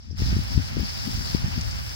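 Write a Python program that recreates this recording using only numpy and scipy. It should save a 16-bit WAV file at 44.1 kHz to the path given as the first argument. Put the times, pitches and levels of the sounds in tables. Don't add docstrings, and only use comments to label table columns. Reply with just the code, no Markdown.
import sys
import numpy as np
from scipy import signal
from scipy.fft import rfft, irfft
from scipy.io import wavfile
from scipy.ndimage import uniform_filter1d

SR = 44100
rng = np.random.default_rng(int(sys.argv[2]) if len(sys.argv) > 2 else 0)


def generate_wav(sig):
    pcm = np.round(np.clip(np.atleast_2d(sig).T, -1, 1) * 32767).astype(np.int16)
    wavfile.write(sys.argv[1], SR, pcm)


N = 85995
TIME_S = np.arange(N) / SR
FREQS_HZ = np.maximum(np.arange(N // 2 + 1) * SR / N, 1)


def from_db(db):
    return 10 ** (np.asarray(db) / 20)


def unit_rms(x):
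    return x / np.sqrt(np.mean(x ** 2, axis=-1, keepdims=True) + 1e-20)


def over_time(rows):
    time_s, *columns = np.transpose(rows)
    return np.array([np.interp(TIME_S, time_s, column) for column in columns])


def over_frequency(rows):
    freq_hz, *columns = np.transpose(rows)
    return np.array([np.interp(np.log(FREQS_HZ), np.log(freq_hz), column) for column in columns])


def drift(corner_hz):
    return unit_rms(irfft(rfft(rng.standard_normal(N)) / (1 + (FREQS_HZ / corner_hz) ** 2), N))


def band_noise(low_hz, high_hz, order=2):
    sos = signal.butter(order, [low_hz, high_hz], "band", fs=SR, output="sos")
    return unit_rms(signal.sosfilt(sos, rng.standard_normal((2, 2 * N)))[:, N:])


def pan_gains(pan_db):
    return from_db([[min(pan_db, 0)], [min(-pan_db, 0)]])


# freq_hz, left_db, right_db
JET_SPECTRUM = [(150, -59, -58), (425, -77.5, -77), (782, -70.5, -69), (1120, -77.5, -77.5),
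                (1390, -74.5, -76.5), (2250, -75, -74.5), (2690, -76.5, -73.5), (3530, -77, -77),
                (3990, -77.5, -79.5), (4920, -64.5, -75.5), (5486, -70, -71.5), (6010, -77.5, -78.5),
                (7830, -89.5, -85.5), (8740, -93.5, -88), (11600, -90.5, -95.5), (13200, -95, -92.5),
                (15000, -88.5, -88)]
# freq_hz, correlation
JET_CORRELATION = [(300, -0.93), (520, -0.88), (780, -0.95), (1100, -0.54), (1600, -0.31), (2500, -0.86),
                   (3200, -0.69), (4000, 0.87), (4700, -0.049), (5400, -0.51), (7500, -0.27), (9500, 0.073),
                   (15000, 0.063)]
# time_s, rush_db, sharp_band_db, treble_db
JET_SWELL = [(.2, -0.5, 0, 1), (.27, 0, 2.5, 1.5), (.36, 0.5, 0, 0), (.46, -0.5, -2, -0.5),
             (.53, 1, 1.5, 1.5), (.58, 0.5, -2, -2), (.68, -0.5, -0.5, 0), (.73, 1, -3.5, -3.5),
             (.8, 1, -1.5, -1.5), (.89, 0.5, 2, 2), (.97, 0, 0.5, 1.5), (1.1, 2, 2.5, 5),
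             (1.2, 1.5, 1.5, 3), (1.34, 3, 3.5, 3.5), (1.4, 1, -1, 1), (1.6, 1.5, 0, 1), (1.8, 0, -2.5, 1),
             (1.95, -2, -1.5, 3)]


def steam_jet(trim_db=-0.5, flutter_db=0.69, sputter_db=0.7, zone_edges_hz=(3370, 6960)):
    correlation = over_frequency(JET_CORRELATION)
    mid, side = rfft(rng.standard_normal((2, N)))
    noise = np.sqrt(1 + correlation) * mid + np.sqrt(1 - correlation) * side * [[1], [-1]]
    colour = from_db(over_frequency(JET_SPECTRUM) + trim_db) * np.sqrt(SR) / 2
    spectrum = flicker(noise * colour)
    zone = np.searchsorted(zone_edges_hz, FREQS_HZ)
    shared_db = sputter_db * drift(corner_hz=340)
    hiss = np.zeros((2, N))
    for k, swell_db in enumerate(over_time(JET_SWELL)):
        level_db = swell_db + flutter_db * drift(corner_hz=16) + shared_db
        hiss += irfft(spectrum * (zone == k), N) * from_db(level_db)
    return hiss


def flicker(spectrum, depth_db=0.92):
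    edges_hz = [1150, 2100, 3400, 4300, 4800, 5250, 5900, 7000, 11000]
    band = np.searchsorted(edges_hz, FREQS_HZ)
    return rfft(sum(irfft(spectrum * (band == k), N) * from_db(depth_db * drift(corner_hz=54))
                    for k in range(len(edges_hz) + 1)))


# freq_hz, gain_db
MUTE_CURVE = [(500, -17), (1500, -18), (3500, -17), (4500, -18.5), (5100, -16.5), (6000, -17.5),
              (8000, -20), (10000, -25.5), (15000, -29)]


def muted_start(hiss, opens_s=0.15, fade_s=0.042):
    muted = irfft(rfft(hiss) * from_db(over_frequency(MUTE_CURVE)), N)
    openness = np.clip((TIME_S - opens_s) / fade_s, 0, 1) ** 2
    return openness * hiss + (1 - openness) * muted


# peak_s, level_db, half_length_s, pan_db, centre_hz
STEAM_SPURTS = [(0.031, -48.5, 0.0081, 0, 5180), (0.115, -46, 0.0097, 0, 5250), (.27, -34, 0.01, 11, 4940),
                (.53, -41, .012, 6, 5000), (0.853, -40, .02, -5, 4940), (0.899, -34.5, .014, 2, 5120),
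                (1.28, -40, .035, 6, 4400), (1.354, -30, 0.0087, 16, 4750)]


def steam_spurts(width_hz=690):
    spurts = np.zeros((2, N))
    for peak_s, level_db, half_length_s, pan_db, centre_hz in STEAM_SPURTS:
        envelope = from_db(level_db) * np.exp(-((TIME_S - peak_s) / half_length_s) ** 2)
        noise = band_noise(centre_hz - width_hz / 2, centre_hz + width_hz / 2)
        spurts += envelope * noise * pan_gains(pan_db)
    return spurts


# start_s, level_db
WATER_SPITS = [(1.483, -38), (1.611, -24.5), (1.710, -30.5), (1.893, -32.5)]
# start_s, level_db
SPRAY_TICKS = [(.434, -44), (.804, -34)]


def spray(bursts, band_hz, decay_s, pan_db):
    envelope = np.zeros(N)
    for start_s, level_db in bursts:
        age_s = TIME_S - start_s
        envelope += from_db(level_db) * (age_s >= 0) * np.exp(-np.abs(age_s) / decay_s)
    return envelope * band_noise(*band_hz) * pan_gains(pan_db)


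# time_s, level_db
GUSTS_LEFT = [(0, -47.5), (.06, -40), (.11, -26.5), (.17, -37), (.205, -15), (.26, -25), (.33, -27.5),
              (.4, -19), (.46, -33), (.56, -22), (.6, -19.5), (.67, -36.5), (.79, -20.5), (.84, -30),
              (.89, -40), (1.0, -35), (1.08, -34), (1.14, -31), (1.19, -23.5), (1.26, -37.5), (1.4, -24.5),
              (1.48, -30), (1.54, -26.5), (1.6, -29), (1.68, -22.5), (1.72, -32.5), (1.95, -32)]
GUSTS_RIGHT = [(0, -40.5), (.16, -42), (.2, -22.5), (.29, -20), (.35, -19), (.39, -26.5), (.55, -29),
               (.69, -32.5), (.74, -24), (.79, -31), (1.1, -35.5), (1.16, -29), (1.24, -33), (1.31, -30.5),
               (1.38, -34.5), (1.55, -28.5), (1.95, -31.5)]
# time_s, level_db
FAST_EDDIES_LEFT = [(0, -61), (.07, -48), (.12, -44.5), (.17, -48), (.21, -31.5), (.26, -40), (.3, -34.5),
                    (.34, -27.5), (.4, -40), (.47, -45.5), (.55, -32.5), (.595, -24.5), (.64, -53),
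                    (.74, -37.5), (.775, -26.5), (.84, -28.5), (.89, -68), (1.02, -60), (1.08, -23.5),
                    (1.13, -46.5), (1.2, -30.5), (1.25, -46.5), (1.31, -42), (1.42, -40), (1.47, -29),
                    (1.53, -46), (1.59, -31), (1.66, -57), (1.95, -67)]


def wind(rumble_trim_db=-2, lump_depth_db=4.5):
    gust_db = np.vstack([over_time(GUSTS_LEFT), over_time(GUSTS_RIGHT)])
    strong_gust_db, strong_eddy_db, eddy_growth = -12.5, -25, 1.91
    right_eddy_db = strong_eddy_db + eddy_growth * (gust_db[1] - strong_gust_db)
    eddy_db = np.vstack([over_time(FAST_EDDIES_LEFT), right_eddy_db])
    lumps_db = lump_depth_db * np.tanh([drift(corner_hz=62), drift(corner_hz=62)])
    rumble = turbulence(low_hz=46.7, high_hz=113.3, order=4) * from_db(gust_db + rumble_trim_db)
    eddies = turbulence(low_hz=129.6, high_hz=245.8, order=3) * from_db(eddy_db + lumps_db)
    return rumble + eddies


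def turbulence(low_hz, high_hz, order, evenness=0.62):
    noise = band_noise(low_hz, high_hz, order)
    power = uniform_filter1d(np.abs(signal.hilbert(noise)) ** 2, size=900, axis=-1)
    return unit_rms(noise / (power + 1e-9) ** (evenness / 2))


# centre_s, level_db, width_s, pan_db
VORTICES = [(0.111, -26.5, 0.0006, 16), (.131, -23.5, 0.00085, -14), (0.148, -21.5, 0.0011, 14),
            (0.2, -22, 0.00069, 7), (0.2207, -11.5, 0.00065, 36), (.263, -14.5, 0.00093, -25),
            (0.286, -8, 0.0017, -18), (.329, -7.5, 0.0009, 17), (0.335, -10, 0.0016, -16),
            (0.3682, -6.5, 0.00083, 30), (.392, -10.5, 0.0011, 8), (0.562, -8.5, 0.0019, 9),
            (0.578, 0.5, 0.0011, 32), (0.588, -16.5, 0.00087, 25), (.598, -15, 0.00089, 21),
            (.7697, -10.5, 0.00056, 38), (0.7969, -13.5, 0.00062, 28), (0.8101, -9.5, 0.0015, 28),
            (1.083, -19.5, 0.00081, 22), (1.151, -14.5, 0.0015, -7.5), (1.208, -15, 0.0012, 15),
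            (1.302, -27, .001, 6), (1.3493, -1.5, 0.00077, 28), (1.441, -19.5, 0.00078, 28),
            (1.446, -6.5, 0.0016, -36), (1.580, -8, 0.0011, 33), (1.594, -13.5, 0.0017, 20)]


def vortex_thumps(shoulder_ratio=4.1):
    thumps = np.zeros((2, N))
    for centre_s, level_db, width_s, pan_db in VORTICES:
        offset = (TIME_S - centre_s) / width_s
        dip = np.exp(-0.5 * offset ** 2)
        shoulders = np.exp(-0.5 * (offset / shoulder_ratio) ** 2) / shoulder_ratio
        thumps += from_db(level_db) * (shoulders - dip) * pan_gains(pan_db)
    return thumps


def scene():
    spits = spray(WATER_SPITS, band_hz=(4500, 6300), decay_s=0.004, pan_db=9)
    ticks = spray(SPRAY_TICKS, band_hz=(13800, 15700), decay_s=0.0027, pan_db=10)
    return muted_start(steam_jet()) + steam_spurts() + spits + ticks + wind() + vortex_thumps()


def record(dry):
    bass_cut_hz, treble_cut_hz = 38, 15850
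    high_passed = irfft(rfft(dry) / np.sqrt(1 + (bass_cut_hz / FREQS_HZ) ** 12), N)
    low_pass = signal.ellip(12, 0.1, 80, treble_cut_hz, fs=SR, output="sos")
    return signal.sosfilt(low_pass, high_passed)


dry = scene()
out = record(dry)
generate_wav(out)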